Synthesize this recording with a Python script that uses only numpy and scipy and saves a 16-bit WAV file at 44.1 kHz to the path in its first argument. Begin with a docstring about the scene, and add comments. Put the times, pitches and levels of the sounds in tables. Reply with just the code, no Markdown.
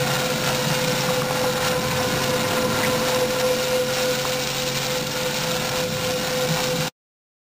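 """From the start, a bicycle wheel spins against the roller of a small generator motor, bolted to a plank
on a carpet. The motor whines and sags once a turn; the tread hums, rumbles through the plank and rubs
grittily on the roller. Just after 1 s, a hand clicks on the camera that moves over the rig and makes the
treble glassy. The rubber squeaks at 2.8 s, then the camera swings from the motor's side to the battery's.
One more click comes at 4.3 s and a fainter squeak at 6 s; near 6.9 s the camera stops, cutting it all off."""
import sys
import numpy as np
from scipy import signal
from scipy.fft import rfft, irfft, next_fast_len
from scipy.io import wavfile

SR = 44100
rng = np.random.default_rng(int(sys.argv[2]) if len(sys.argv) > 2 else 0)


def output_pcm(signal):
    """Save a mono or channel-first signal as 16-bit PCM at the path in sys.argv[1].

    Samples are clipped to [-1, 1] before scaling.
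    """
    pcm = np.clip(np.atleast_2d(signal).T, -1, 1) * 32767
    wavfile.write(sys.argv[1], SR, np.round(pcm).astype(np.int16))


N = 326781
TIME = np.arange(N) / SR
WHEEL_HZ, FIRST_SAG_S = 3.426, .036
BLOCKS, SLOTS = 40, 148  # tread blocks and motor slots that pass in one wheel turn


def undb(db):
    """Turn decibels into a plain multiplier."""
    return 10 ** (np.asarray(db) / 20)


def unit(x):
    """Scale a signal to an average strength (rms) of 1."""
    return x / np.sqrt(np.mean(x ** 2))


def gains(table):
    """Turn each dB column of a timed table into a multiplier for every sample."""
    times, *columns = np.transpose(table)
    return [undb(np.interp(TIME, times, db)) for db in columns]


def wander(rate):
    """A smooth random wobble of size 1 that changes about rate times a second."""
    hz = np.arange(N // 2 + 1) * SR / N
    return unit(irfft(rfft(rng.standard_normal(N)) * np.exp(-(hz / rate) ** 2), N))


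def once_a_turn(turns, spot):
    """Swing between -1 and 1, highest at the given share of each wheel turn."""
    return np.cos(2 * np.pi * (turns - spot))


def bump(s, half_length):
    """A smooth rise and fall of height 1 around time s."""
    return np.exp(-((TIME - s) / half_length) ** 2)


def resonate(x, hz, width_hz):
    """Make a signal ring at one pitch, with strength 1."""
    return unit(signal.lfilter(*signal.iirpeak(hz, hz / width_hz, fs=SR), x))


def colour(x, points, rings=()):
    """Shape the lows and highs along (Hz, dB) points and boost each ringing pitch; strength 1."""
    size = next_fast_len(N + SR // 4, real=True) // 2 * 2
    f = np.maximum(np.arange(size // 2 + 1) * SR / size, 1)
    hz, db = np.transpose(points)
    db = np.interp(np.log(f), np.log(hz), db) - 20 * np.log10(1 + (f / hz[-1] / 2) ** 2)
    for centre, width, lift in rings:
        db = db + lift / (1 + (2 * (f - centre) / width) ** 2)
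    # this fold makes the ringing come after its cause, never before
    cepstrum = irfft(np.log(undb(db)))
    cepstrum[1:size // 2] *= 2
    cepstrum[size // 2 + 1:] = 0
    return unit(irfft(rfft(x, size) * np.exp(rfft(cepstrum)))[:N])


def tyre_surface(turns, repeat):
    """Roughness under the roller: the share called repeat comes round every turn, the rest is new."""
    track = rng.standard_normal(int(SR / WHEEL_HZ))
    repeating = track[(turns % 1 * len(track)).astype(int)]
    return np.sqrt(repeat) * repeating + np.sqrt(1 - repeat) * rng.standard_normal(N)


# tones of the electrical hum: (multiple of the mains pitch, level [dB])
MAINS_TONES = [(1, -56), (2, -50), (3, -49.5), (5, -53)]

def mains(hz=60):
    """A faint electrical hum fills the room."""
    tones = (undb(db) * np.sin(2 * np.pi * (k * hz * TIME + rng.random())) for k, db in MAINS_TONES)
    return np.sqrt(2) * sum(tones)


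# the room's low rumble: (frequency [Hz], relative level [dB])
ROOM_RUMBLE = [(12, -16.5), (28, -4), (48, -6.5), (75, 2), (140, -18)]
# the camera's route, for room and motor_shell:
# (time [s], extra path by way of the wall [m], end cap level [dB], barrel level [dB])
CAMERA_ROUTE = [(0, 0.93, -48.5, -42.5), (1.1, 1.18, -43.5, -44.5), (1.9, 1.37, -36, -41),
                (3, 1.54, -34, -45.5), (4.1, 1.39, -47, -37.5), (4.9, 1.3, -49.5, -53.5),
                (5.6, 1.03, -52.5, -49.5), (6.9, 0.86, -41.5, -43)]

def room(x, wall_db=-12, tail_s=0.19, tail_db=-18, rumble_db=-51, sound_m_per_s=343):
    """A wall's echo shifts as the camera moves; the carpeted room adds a short tail and a faint rumble."""
    times, path_m, *_ = np.transpose(CAMERA_ROUTE)
    delay_s = np.interp(TIME, times, path_m) / sound_m_per_s
    wall = np.interp(TIME - delay_s, TIME, x)
    t = TIME[:SR // 2]
    echoes = rng.standard_normal(len(t)) * undb(-60 * t / tail_s) * (t > .006)
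    tail = signal.fftconvolve(x, echoes / np.linalg.norm(echoes))[:N]
    rumble = colour(rng.standard_normal(N), ROOM_RUMBLE)
    return x + undb(wall_db) * wall + undb(tail_db) * tail + undb(rumble_db) * rumble


def motor_shell(turns, phase):
    """The motor's end cap and barrel ring with the rubbing, the cap also an octave above the whine."""
    times, _, cap_db, barrel_db = np.transpose(CAMERA_ROUTE)
    ring = resonate(tyre_surface(turns, repeat=0.45), hz=1024, width_hz=36)
    octave = undb(-8) * unit(np.sin(2 * phase))
    cap = unit(ring + octave) * undb(np.interp(TIME, times, cap_db))
    barrel = resonate(tyre_surface(turns, repeat=0.59), hz=1440, width_hz=30)
    return cap + barrel * undb(np.interp(TIME, times, barrel_db))


# clicks of the hand on the camera: (time [s], level [dB], pitch [Hz])
HAND_CLICKS = [(1.089, -16.5, 1120), (1.106, -15, 720), (1.219, -14, 1130), (1.309, -12, 800),
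               (1.415, -16, 780), (1.442, -12, 820), (4.252, -13.2, 1000)]

def clicks(decay_s=.0032, crack=.2, upper_ratio=1.4, upper_db=-7):
    """Each click rings two quickly fading tones in the plastic shell, with a short crack."""
    out, t = np.zeros(N), TIME[:SR // 20]
    for s, db, hz in HAND_CLICKS:
        ring = np.sin(2 * np.pi * hz * t) - undb(upper_db) * np.sin(2 * np.pi * hz * upper_ratio * t)
        click = ring + crack * rng.standard_normal(len(t))
        start = int(s * SR)
        out[start:start + len(t)] += undb(db) * np.exp(-t / decay_s) * click
    return out


# the plank rocking on the carpet, faintest with the camera over the battery: (time [s], level [dB])
ROCK_LEVEL = [(0, -33.5), (1, -32), (1.4, -35), (2.9, -34.5), (3.7, -59), (4.7, -39.5), (5.3, -36),
              (6.87, -33.5)]
# tone of the rocking: (frequency [Hz], relative level [dB])
ROCK_TONE = [(100, -31), (135, -7), (158, -0.5), (180, -3.5), (205, -9.5), (300, -41.5), (600, -52)]
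# the deep rumble, strongest close to the floor: (time [s], relative level [dB])
FLOOR_LEVEL = [(0, -45), (1.45, -43), (1.85, -33.5), (2.85, -33), (3.15, -44), (4.3, -52), (5.1, -52.5),
               (6.05, -35), (6.35, -45), (6.87, -46.5)]
# tone of that rumble: (frequency [Hz], relative level [dB])
FLOOR_TONE = [(30, -32), (60, -17), (85, -10.5), (112, 0), (130, -3.5), (170, -26)]
# the plank shuddering at its own pitch: (time of the peak [s], half length [s], level [dB])
PLANK_SHUDDERS = [(0.673, 0.054, -24.5), (1.093, 0.021, -22), (6.51, 0.044, -20.5), (6.809, 0.039, -25)]

def plank(turns, floor_db=-2.2, shudder_hz=158):
    """The tyre's bumps rock the plank once a turn and rumble in the floor; at times the plank shudders."""
    rock = colour(tyre_surface(turns, repeat=0.16), ROCK_TONE) * gains(ROCK_LEVEL)[0]
    swing_db = once_a_turn(turns, spot=0.12) + wander(9.8)
    floor = colour(tyre_surface(turns, repeat=0.1), FLOOR_TONE) * gains(FLOOR_LEVEL)[0]
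    swell = sum(undb(db) * bump(s, half_length) for s, half_length, db in PLANK_SHUDDERS)
    shudder = swell * np.sin(2 * np.pi * np.cumsum(shudder_hz + 5 * wander(33)) / SR)
    return rock * undb(swing_db) + undb(floor_db) * floor + shudder


# the tyre as heard at the camera: (time [s], relative hum level [dB], relative casing level [dB])
TYRE_LEVELS = [(0, -29, -33.5), (.9, -31, -33), (1.45, -34.5, -34), (2.7, -34.5, -28), (3.7, -37, -34),
               (4.6, -35, -36), (6, -36.5, -35), (6.87, -37, -34.5)]
# droning tones of the casing, the tyre's body: (cycles per wheel turn, relative level [dB])
CASING_DRONE = [(64, -10.5), (66, -6), (74, -14), (76, -23.5), (78, -15.5), (80, -13), (82, -20.5)]
# tone of the casing's noise: (frequency [Hz], relative level [dB])
CASING_TONE = [(120, -21.5), (190, -9), (225, -6), (275, -2.5), (330, -6.5), (450, -8), (650, -15.5),
               (1200, -47.5)]

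def tread(turns, hum_db=-2, noise_db=-2.5, waver_db=1.6):
    """Tread blocks hum in step with the wheel; finer bumps make the tyre casing drone."""
    hum_gain, casing_gain = gains(TYRE_LEVELS)
    hum = np.sqrt(2) * np.sin(2 * np.pi * BLOCKS * turns) * undb(hum_db + waver_db * wander(4.8))
    drone = np.zeros(N)
    for cycles, db in CASING_DRONE:
        drone += undb(db + waver_db * wander(5)) * np.sin(2 * np.pi * (cycles * turns + rng.random()))
    noise = undb(noise_db) * colour(tyre_surface(turns, repeat=0.55), CASING_TONE)
    return hum * hum_gain + (np.sqrt(2) * drone + noise) * casing_gain


# squeaks of the rubber: (time [s], length [s], start pitch [Hz], end pitch [Hz], level [dB])
RUBBER_SQUEAKS = [(2.822, .04, 1750, 2150, -23), (6.028, .032, 2600, 3500, -32)]

def squeaks(rough_hz=450):
    """Rubber briefly sticks and slips, making a rough scrape that rises in pitch."""
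    out = np.zeros(N)
    for s, length, start_hz, end_hz, db in RUBBER_SQUEAKS:
        progress = np.clip((TIME - s) / length, 0, 1)
        angle = 2 * np.pi * np.cumsum(start_hz + (end_hz - start_hz) * progress) / SR
        scrape = unit(wander(rough_hz) * np.sin(angle) + wander(rough_hz) * np.cos(angle))
        out += undb(db) * np.sqrt(np.abs(np.sin(np.pi * progress))) * scrape
    return out


def friction(turns, block_depth, uneven_db, slips_per_s, spread_db, slip_db):
    """Rubber scuffs the roller as each block lands, with small sharp slips among the scuffing."""
    slips = (rng.random(N) < slips_per_s / SR) * rng.choice([-1, 1], N)
    slips = slips * undb(spread_db * np.minimum(rng.exponential(size=N), 3))
    landing = 1 - 2 * (BLOCKS * turns % 1)  # pressure jumps up, then eases off
    pressure = (1 + block_depth * landing) * undb(uneven_db * wander(70))
    return pressure * (tyre_surface(turns, repeat=0.18) + undb(slip_db) * unit(slips))


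# the rubbing as heard at the camera: (time [s], relative hiss level [dB], relative case level [dB])
RUB_LEVELS = [(0, -29.5, -28), (.8, -28, -28), (1.4, -30, -28.5), (2.8, -29.5, -27), (3.7, -29.5, -31),
              (4.6, -28, -32.5), (5.3, -29.5, -30.5), (6.87, -29, -30.5)]
# the swaying wheel presses harder or eases off: (time [s], half length [s], change in hiss [dB])
WHEEL_SWAYS = [(.12, 0.048, 2), (.37, 0.15, -1), (.48, 0.027, 3), (1.24, .07, -2.1), (1.66, 0.038, 3),
               (1.795, 0.017, -3), (2.68, 0.048, -2), (3.082, 0.02, 3), (3.273, 0.037, -1.5),
               (3.84, .035, -3), (4.003, .035, 2.5), (4.91, 0.018, 2), (5.074, 0.067, -2.5),
               (5.785, 0.045, 3.5), (5.896, 0.13, -3), (6.148, .02, -3.5), (6.6, 0.053, 1.5),
               (6.738, 0.043, -2)]
# tone of the hiss where tyre meets roller: (frequency [Hz], relative level [dB])
HISS_TONE = [(600, -12), (1500, -8), (1950, -7), (2350, 0.5), (2650, -1.5), (3400, -1), (4250, 1.5),
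             (4600, -2), (5500, -3.5)]
# tone of the roller and motor case: (frequency [Hz], relative level [dB])
CASE_TONE = [(250, -15.5), (480, -5), (700, 0), (900, 0), (1060, -3.5), (1200, -6), (1500, -4), (1900, -5),
             (2600, -12), (4500, -36.5)]
# pitches at which the roller and motor case ring: (pitch [Hz], width [Hz], boost [dB])
METAL_RINGS = [(767, 30, 1.5), (872, 44, 1.5), (1374, 40, 8), (1445, 40, 5.5), (1515, 30, 3),
               (2815, 90, 4.5), (3800, 160, 4), (4744, 130, 5.5), (5425, 300, 5.5)]

def rubbing(turns, hiss_db=2.5, case_db=-1.1, case_response=1.57, sizzle_db=-11):
    """Rubbing follows the tyre's pressure: it hisses, rings the roller and case, and makes metal sizzle."""
    hiss_gain, case_gain = gains(RUB_LEVELS)
    # the wheel runs out of true, so the tyre presses hardest at one spot in each turn
    press_db = 0.34 * once_a_turn(turns, spot=0.51)
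    press_db += sum(db * bump(s, half_length) for s, half_length, db in WHEEL_SWAYS)
    scuff = friction(turns, block_depth=0.2, uneven_db=1.18, slips_per_s=800, spread_db=3.5, slip_db=-2)
    shake = friction(turns, block_depth=0.071, uneven_db=1, slips_per_s=500, spread_db=1.5, slip_db=-3)
    rattle = friction(turns, block_depth=0.6, uneven_db=3, slips_per_s=300, spread_db=1.5, slip_db=0)
    hiss = undb(hiss_db) * colour(scuff, HISS_TONE, METAL_RINGS)
    sizzle = undb(sizzle_db) * resonate(rattle, hz=5400, width_hz=220)
    case = undb(case_db + case_response * press_db) * colour(shake, CASE_TONE, METAL_RINGS)
    return hiss_gain * undb(press_db) * (hiss + sizzle) + case_gain * case


# the whine's pitch through one turn, from the tyre's slack spot: (share of a turn, pitch shift [Hz])
PITCH_SAG = [(.02, -5.3), (.07, -5), (.12, 3.7), (.22, .4), (.31, 3.1), (.44, 2.8), (.48, -1.9), (.56, 1.8),
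             (.78, 0), (.85, 1.5), (.92, -1.7)]

def slot_phase(turns, waver_hz=.7):
    """The running angle of the whine; the roller slows where the tyre presses least."""
    sag_hz = np.interp(turns, *np.transpose(PITCH_SAG), period=1)
    hz = SLOTS * WHEEL_HZ + sag_hz - sag_hz.mean() + waver_hz * wander(25)
    return 2 * np.pi * np.cumsum(hz) / SR


# tones that make up the whine: (multiple of its pitch, relative level [dB])
WHINE_TONES = [(.5, -21.5), (1, 10.5), (1.5, -14), (2, -21)]
# the whine as heard at the camera, before its swells and lulls: (time [s], level [dB])
WHINE_LEVEL = [(0, -27.5), (.4, -30.5), (1.45, -26), (1.9, -29), (2.7, -27.5), (3.5, -23.5), (4.05, -25),
               (4.5, -31.5), (5.2, -31), (5.9, -29.5), (6.2, -27.4), (6.87, -28.7)]
# swells and lulls in every turn: (share of a turn, on the motor's side [dB], on the battery's side [dB])
WHINE_SURGE = [(.04, -1, -1.5), (.11, -5, -5), (.24, 1, .3), (.35, -2, -1.5), (.44, 0, -6.5), (.53, 0, 0),
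               (.78, 2.8, 2.2), (.83, -1.5, 1.5), (.9, 4.2, 4), (.98, 4, 3.8)]

def motor(turns, phase, shimmer_db=1.0, cross_s=3.8, cross_length_s=0.78):
    """Slots in the motor's spinning core pass the magnets and whine, surging on every turn."""
    tone = sum(undb(db) * np.sin(k * phase + rng.uniform(0, 2 * np.pi)) for k, db in WHINE_TONES)
    share, *sides = np.transpose(WHINE_SURGE)
    motor_side, battery_side = (np.interp(turns, share, db, period=1) for db in sides)
    crossed = np.clip((TIME - cross_s) / cross_length_s + .5, 0, 1)  # the camera changes sides
    surge_db = motor_side + crossed * (battery_side - motor_side)
    return unit(tone) * gains(WHINE_LEVEL)[0] * undb(surge_db + shimmer_db * wander(30))


def scene():
    """The steady wheel drives the motor, tyre and plank; hand clicks and mains hum join in."""
    turns = (TIME - FIRST_SAG_S) * WHEEL_HZ
    phase = slot_phase(turns)
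    contact = room(rubbing(turns) + squeaks())
    rig = motor(turns, phase) + motor_shell(turns, phase) + tread(turns) + plank(turns) + contact
    return (rig + clicks() + mains())[None]


def record(dry, clock_hz=11025, top_hz=15450, stop_s=6.88, fade_s=0.0054):
    """The camera holds each coarse sample, which mirrors the sound into a glassy treble; then it stops."""
    hold = SR // clock_hz
    below_half_clock = np.arange(N // 2 + 1) * SR / N < clock_hz / 2
    narrow = irfft(rfft(dry) * below_half_clock, N)
    held = np.repeat(narrow[:, ::hold], hold, axis=1)[:, :N]
    running = np.exp(-np.maximum(TIME - stop_s, 0) / fade_s)
    treble_cut = signal.ellip(12, .1, 80, top_hz, fs=SR, output="sos")
    return signal.sosfilt(treble_cut, held * running + 1e-18)


dry = scene()
out = record(dry)
output_pcm(out)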